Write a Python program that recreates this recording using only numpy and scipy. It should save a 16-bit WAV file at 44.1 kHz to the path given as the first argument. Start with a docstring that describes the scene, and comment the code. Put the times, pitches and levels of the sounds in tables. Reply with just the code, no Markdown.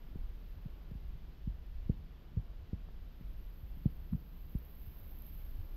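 """Street walk with a hand-held camera

A walker carries a small camera along a street: each footfall jolts the grip, a sagging swing that thumps
dully in the microphone. Close by lies deep rumble with the drone of the hand on the grip, and far off the
wash of tyres, both shaped noise and alike on both sides. On the right only, a thin high hiss pulses with a
motorbike's firing and swells as it passes, with chain clatter and ringing ticks of loose parts."""
import sys
import numpy as np
from scipy.fft import rfft, irfft, next_fast_len
from scipy.io import wavfile
from scipy.ndimage import uniform_filter1d, map_coordinates

SR = 44100
rng = np.random.default_rng(int(sys.argv[2]) if len(sys.argv) > 2 else 0)


def unload_audio(sound):
    """Save the sound as a 16-bit wav file, at the path given as the first command line argument."""
    columns = np.transpose(np.atleast_2d(sound))
    # keep every value between -1 and 1, then stretch to whole-number steps
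    steps = np.round(np.clip(columns, -1, 1) * 32767)
    wavfile.write(sys.argv[1], SR, steps.astype(np.int16))


N = 254192

# Footfall jolts of the grip: t/s of the peak, level/dB of the peak, f/Hz at the peak, rise/cycles,
# level/dB of the arm's recoil against the jolt
JOLTS = [(0.16, -34.5, 168, 0.25, -22), (0.663, -34, 141, 0.47, -14), (0.919, -37.5, 156, 0.38, -17),
         (.955, -40.5, 160, 0.34, 0), (1.158, -44, 131, 0.58, -18), (1.477, -28.5, 160, .33, -12.5),
         (1.899, -20.5, 162, 0.35, -19.5), (1.994, -43.5, 88.5, 0.54, -12), (2.375, -25.5, 124, 0.43, -9.5),
         (2.394, -35, 109, .49, -18), (2.733, -28.5, 164, 0.23, -16), (2.744, -35, 101, .34, -11),
         (3.212, -39.5, 177, 0.18, -22), (3.634, -43.5, 117, 0.37, -3), (3.774, -44.5, 172, 0.46, -17),
         (3.861, -17.5, 163, 0.36, -19), (4.121, -39, 111, .71, -6), (4.133, -26, 186, 0.77, -10),
         (4.151, -27.5, 149, 0.59, -22), (4.554, -27.5, 166, 0.33, -7.5), (4.878, -44, 95, 0.44, -7),
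         (5.604, -39, 87, 0.97, -24)]


def amp(db):
    """dB to gain."""
    return 10 ** (np.asarray(db) / 20)


def unit(x):
    """Scaled to rms 1."""
    return x / np.sqrt(np.mean(x ** 2) + 1e-20)


def curves(rows):
    """One value per sample for each column after the time."""
    times, *columns = np.transpose(rows)
    return [np.interp(np.arange(N) / SR, times, column) for column in columns]


def wobble(rate):
    """A smooth random curve, rate knots a second."""
    knots = rng.standard_normal(int(N * rate / SR) + 4)
    return map_coordinates(knots, [np.arange(N) * rate / SR])


def filtered(x, response):
    """x through a response given as a function of frequency in Hz."""
    size = next_fast_len(N + 8192)
    spectrum = rfft(x, size) * response(np.fft.rfftfreq(size, 1 / SR))
    return irfft(spectrum, size)[..., :N]


def coloured(x, spectrum):
    """x through (f/Hz, level/dB) points joined on a log axis, at rms 1."""
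    f, db = np.transpose(spectrum)
    return unit(filtered(x, lambda hz: amp(np.interp(np.log(hz + 1), np.log(f + 1), db))))


def traffic():
    """Far tyres: a smooth roar and hiss, two bands of noise with slight random swells."""
    # Far tyres over time: t/s, roar level/dB, hiss level/dB
    tyre_levels = [(0.0, -67.5, -73.5), (1.8, -68.5, -74), (2.9, -68.5, -74.5), (3.5, -68.5, -74),
                   (4.4, -69, -74.5), (5.1, -68.5, -72.5), (5.76, -68, -73)]
    # Colour of the tyre roar: f/Hz, relative level/dB per Hz
    roar_colour = [(180, -37), (300, 0), (387, -4.5), (408, -5), (507, -6.5), (1550, -15), (1800, -23),
                   (2340, -40.5), (3960, -120)]
    # Colour of the tyre hiss: f/Hz, relative level/dB per Hz
    hiss_colour = [(1000, -32), (1700, 1), (2300, 0.5), (3000, 1), (4300, -4.5), (4900, -5.5),
                   (5500, -10.5), (7300, -17.5), (8000, -23), (10500, -24.5), (12000, -18), (14000, -26.5),
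                   (16000, -32.5)]
    roar_db, hiss_db = curves(tyre_levels)
    roar = coloured(amp(0.8 * wobble(8.3)) * rng.standard_normal(N), roar_colour)
    hiss = coloured(amp(0.35 * wobble(4.9)) * rng.standard_normal(N), hiss_colour)
    return amp(roar_db) * roar + amp(hiss_db) * hiss


def rumble():
    """Deep lumpy rumble; above it the drone of the hand on the grip, which each jolt stirs."""
    # Deep rumble over time: t/s, level/dB
    rumble_level = [(0, -43), (.09, -46.5), (.19, -43), (.3, -45), (.9, -47), (1.35, -45.5), (1.6, -46),
                    (1.9, -41), (2.2, -50.5), (2.5, -47), (2.9, -47.5), (3.3, -47), (3.6, -44.5),
                    (4.0, -47.5), (4.4, -46), (4.7, -50.5), (5.0, -45), (5.3, -47.5), (5.6, -39.5),
                    (5.68, -48), (5.76, -35.5)]
    # Colour of the deep rumble, before evening out: f/Hz, relative level/dB per Hz
    deep_colour = [(8.8, -34), (15, 1.5), (32, 2), (48, -0.5), (58, -6), (86, -15), (110, -20.5),
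                   (140, -45), (240, -120)]
    # Colour of the grip drone: f/Hz, relative level/dB per Hz
    drone_colour = [(35, -19.5), (60, 3.5), (81, -19.5), (156, -8), (199, -16.5), (237, -17), (404, -34),
                    (434, -31), (500, -36), (650, -65), (1100, -120)]
    lumps_db, lumps_per_s = 2.5, 11  # chance swells
    drone_db, sway_db = -57, 0.5  # the hand on the grip
    shake_db, shake_s = -29.5, 0.015  # stirred drone: level against the jolt's peak, time to the strongest

    deep_db, = curves(rumble_level)
    deep = coloured(rng.standard_normal(N), deep_colour)
    power = np.abs(uniform_filter1d(deep ** 2, int(0.06 * SR)))
    steady = deep / np.sqrt(power + 0.048)  # lumps of even size
    steady = coloured(steady, [(8, -41), (14, -0.5), (110, 1.5), (200, -26.0)])
    deep = unit(amp(lumps_db * wobble(lumps_per_s)) * steady)

    sway = amp(1.2 * wobble(20) + sway_db * wobble(7))
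    drone = coloured(sway * rng.standard_normal(N), drone_colour)
    shake = np.zeros(N)
    for s, db, *_ in JOLTS:
        since = np.maximum(np.arange(N) / SR - s, 0) / shake_s
        shake += amp(db + shake_db) * since * np.exp(1 - since)
    return amp(deep_db) * deep + (amp(drone_db) + shake) * drone


def motorbike():
    """High hiss pulsing with the firing; chain links clatter over the sprocket and loose parts tick."""
    # The passing motorbike: t/s, level/dB of the hiss, level/dB of its top against the rest
    passing = [(0.0, -72, -0.5), (0.5, -73, 2), (1.15, -74.5, -2), (2.73, -77.5, -1), (3.5, -67.5, -4),
               (4.27, -67, 1), (4.6, -64, 2.5), (4.86, -62, 6), (5.17, -60, 1.5), (5.24, -61, 0.5),
               (5.28, -55.5, -2), (5.33, -57.5, -1.5), (5.76, -67, -3)]
    # Colour of hiss and clatter: f/Hz, relative level/dB per Hz
    sizzle_colour = [(5880, -57), (10000, -34.5), (10700, -28.5), (11600, -3), (12300, 3.5), (13100, 0.5),
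                     (15600, -10.5)]
    # Loudest loose-part ticks: t/s, level/dB, f/Hz
    loud_ticks = [(3.5306, -54.5, 12700), (4.1198, -56, 12400), (4.5852, -46, 13300), (4.8631, -50, 12400),
                  (4.9714, -50, 13500), (5.141, -52.5, 12400), (5.1874, -43, 12700), (5.221, -38.5, 12500),
                  (5.266, -42, 12200), (5.3495, -44.5, 12800)]
    chain_hz, firing_hz = 179.5, 24
    clatter_share = 0.24  # of the power
    tick_db, tick_spread_db, tick_hz = 2, 3.5, 12280  # small ticks near the firings, against the hiss

    level_db, top_db = curves(passing)
    t = np.arange(N) / SR
    pulse = np.cos(2 * np.pi * firing_hz * t + 0.7 * wobble(3))
    firing = amp(1.2 * pulse + 0.69 * wobble(41))
    hiss = coloured(firing * rng.standard_normal(N), sizzle_colour)

    links = np.diff(np.floor(chain_hz * t + 0.22 * wobble(60)), prepend=0) > 0
    alternate = np.floor(chain_hz * t) % 2  # every other link strikes harder
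    strikes = links * amp(rng.uniform(-5, 4.8, N) + 4 * alternate)
    decay = amp(-60 * np.arange(400) / SR / 0.009)  # 60 dB in 9 ms
    clatter = np.convolve(strikes, decay)[:N] * rng.standard_normal(N)
    clatter = coloured(clatter, sizzle_colour)

    mix = np.sqrt(1 - clatter_share) * hiss + np.sqrt(clatter_share) * clatter
    top = filtered(mix, lambda hz: 1 / (1 + (13600 / (hz + 1)) ** 24))
    out = amp(level_db) * (mix - top + amp(top_db) * top)  # brighter when the path to it is clear

    small_ticks = []
    for s in np.arange(1, int(N / SR * firing_hz) - 1) / firing_hz:
        late, louder, higher = rng.standard_normal(3)
        db = level_db[round(s * SR)] + tick_db + tick_spread_db * louder
        small_ticks.append((s + 0.003 * late, db, tick_hz * (1 + 0.021 * higher)))
    u = np.arange(300) / SR
    swell = (u / 0.0009) ** 2 * np.exp(2 - 2 * u / 0.00083)
    for s, db, hz in [*loud_ticks, *small_ticks]:
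        out[round(s * SR):][:len(u)] += amp(db) * swell * np.sin(2 * np.pi * hz * u)
    return out


def footfalls():
    """Each jolt swings the grip for a cycle or two; the grip slackens, so the pitch sags."""
    # Hard contacts in a step: t/s, level/dB of the peak, f/Hz, cycles to the peak
    contacts = [(0.155, -49.5, 380, 0.56), (0.912, -49, 380, 0.55), (1.8967, -37, 414, 0.95),
                (2.371, -46.5, 378, 0.8), (2.731, -48, 433, 0.65), (2.8875, -48, 600, 0.22),
                (3.209, -53, 370, 0.49), (3.8558, -40, 436, 0.64), (4.133, -45.5, 1000, 0.34),
                (4.175, -55, 450, 0.9), (4.551, -48, 397, .6)]
    fall_cycles = 0.67  # how long a swing takes to die
    sag_most, sag_lost_per_cycle = 0.65, 0.76  # a sharper jolt slackens the grip more
    lead = SR // 20  # samples ahead of the peak
    out = np.zeros(N + SR)
    t = np.arange(-lead, 2 * lead) / SR
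    after = np.maximum(t, 0)
    # the arm recoils slowly
    push = (after / 0.0039) * np.exp(1 - after / 0.007) * np.sin(2 * np.pi * 52 * after)
    for s, db, hz, rise, push_db in JOLTS:
        sag = np.clip(sag_most - sag_lost_per_cycle * rise, 0, 1)
        cycles = hz * np.cumsum(1 - sag * np.tanh(t / 0.004)) / SR
        envelope = np.exp(-0.5 * (t * hz / np.where(t < 0, rise, fall_cycles)) ** 2)
        swing = -envelope * np.cos(2 * np.pi * (cycles - cycles[lead]))
        out[round(s * SR):][:len(t)] += amp(db) * (swing + amp(push_db) * push)
    for s, db, hz, turns in contacts:
        u = after * hz / turns  # 1 at the peak
        contact = u ** 2 * np.exp(2 - 2 * u) * np.sin(2 * np.pi * hz * after)
        out[round(s * SR):][:len(t)] += amp(db) * contact
    # the microphone lets little of the slowest motion through
    return filtered(out[lead:][:N], lambda hz: 1j * hz / (18 + 1j * hz))


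def scene():
    """All is central but the high hiss with its ticks, which reaches the right port alone."""
    centre = traffic() + rumble() + footfalls()
    return centre + motorbike() * np.array([[0], [1]])


def record(dry):
    """The camera keeps nothing above its band limit."""
    return filtered(dry, lambda hz: hz < 15730)


dry = scene()
out = record(dry)
unload_audio(out)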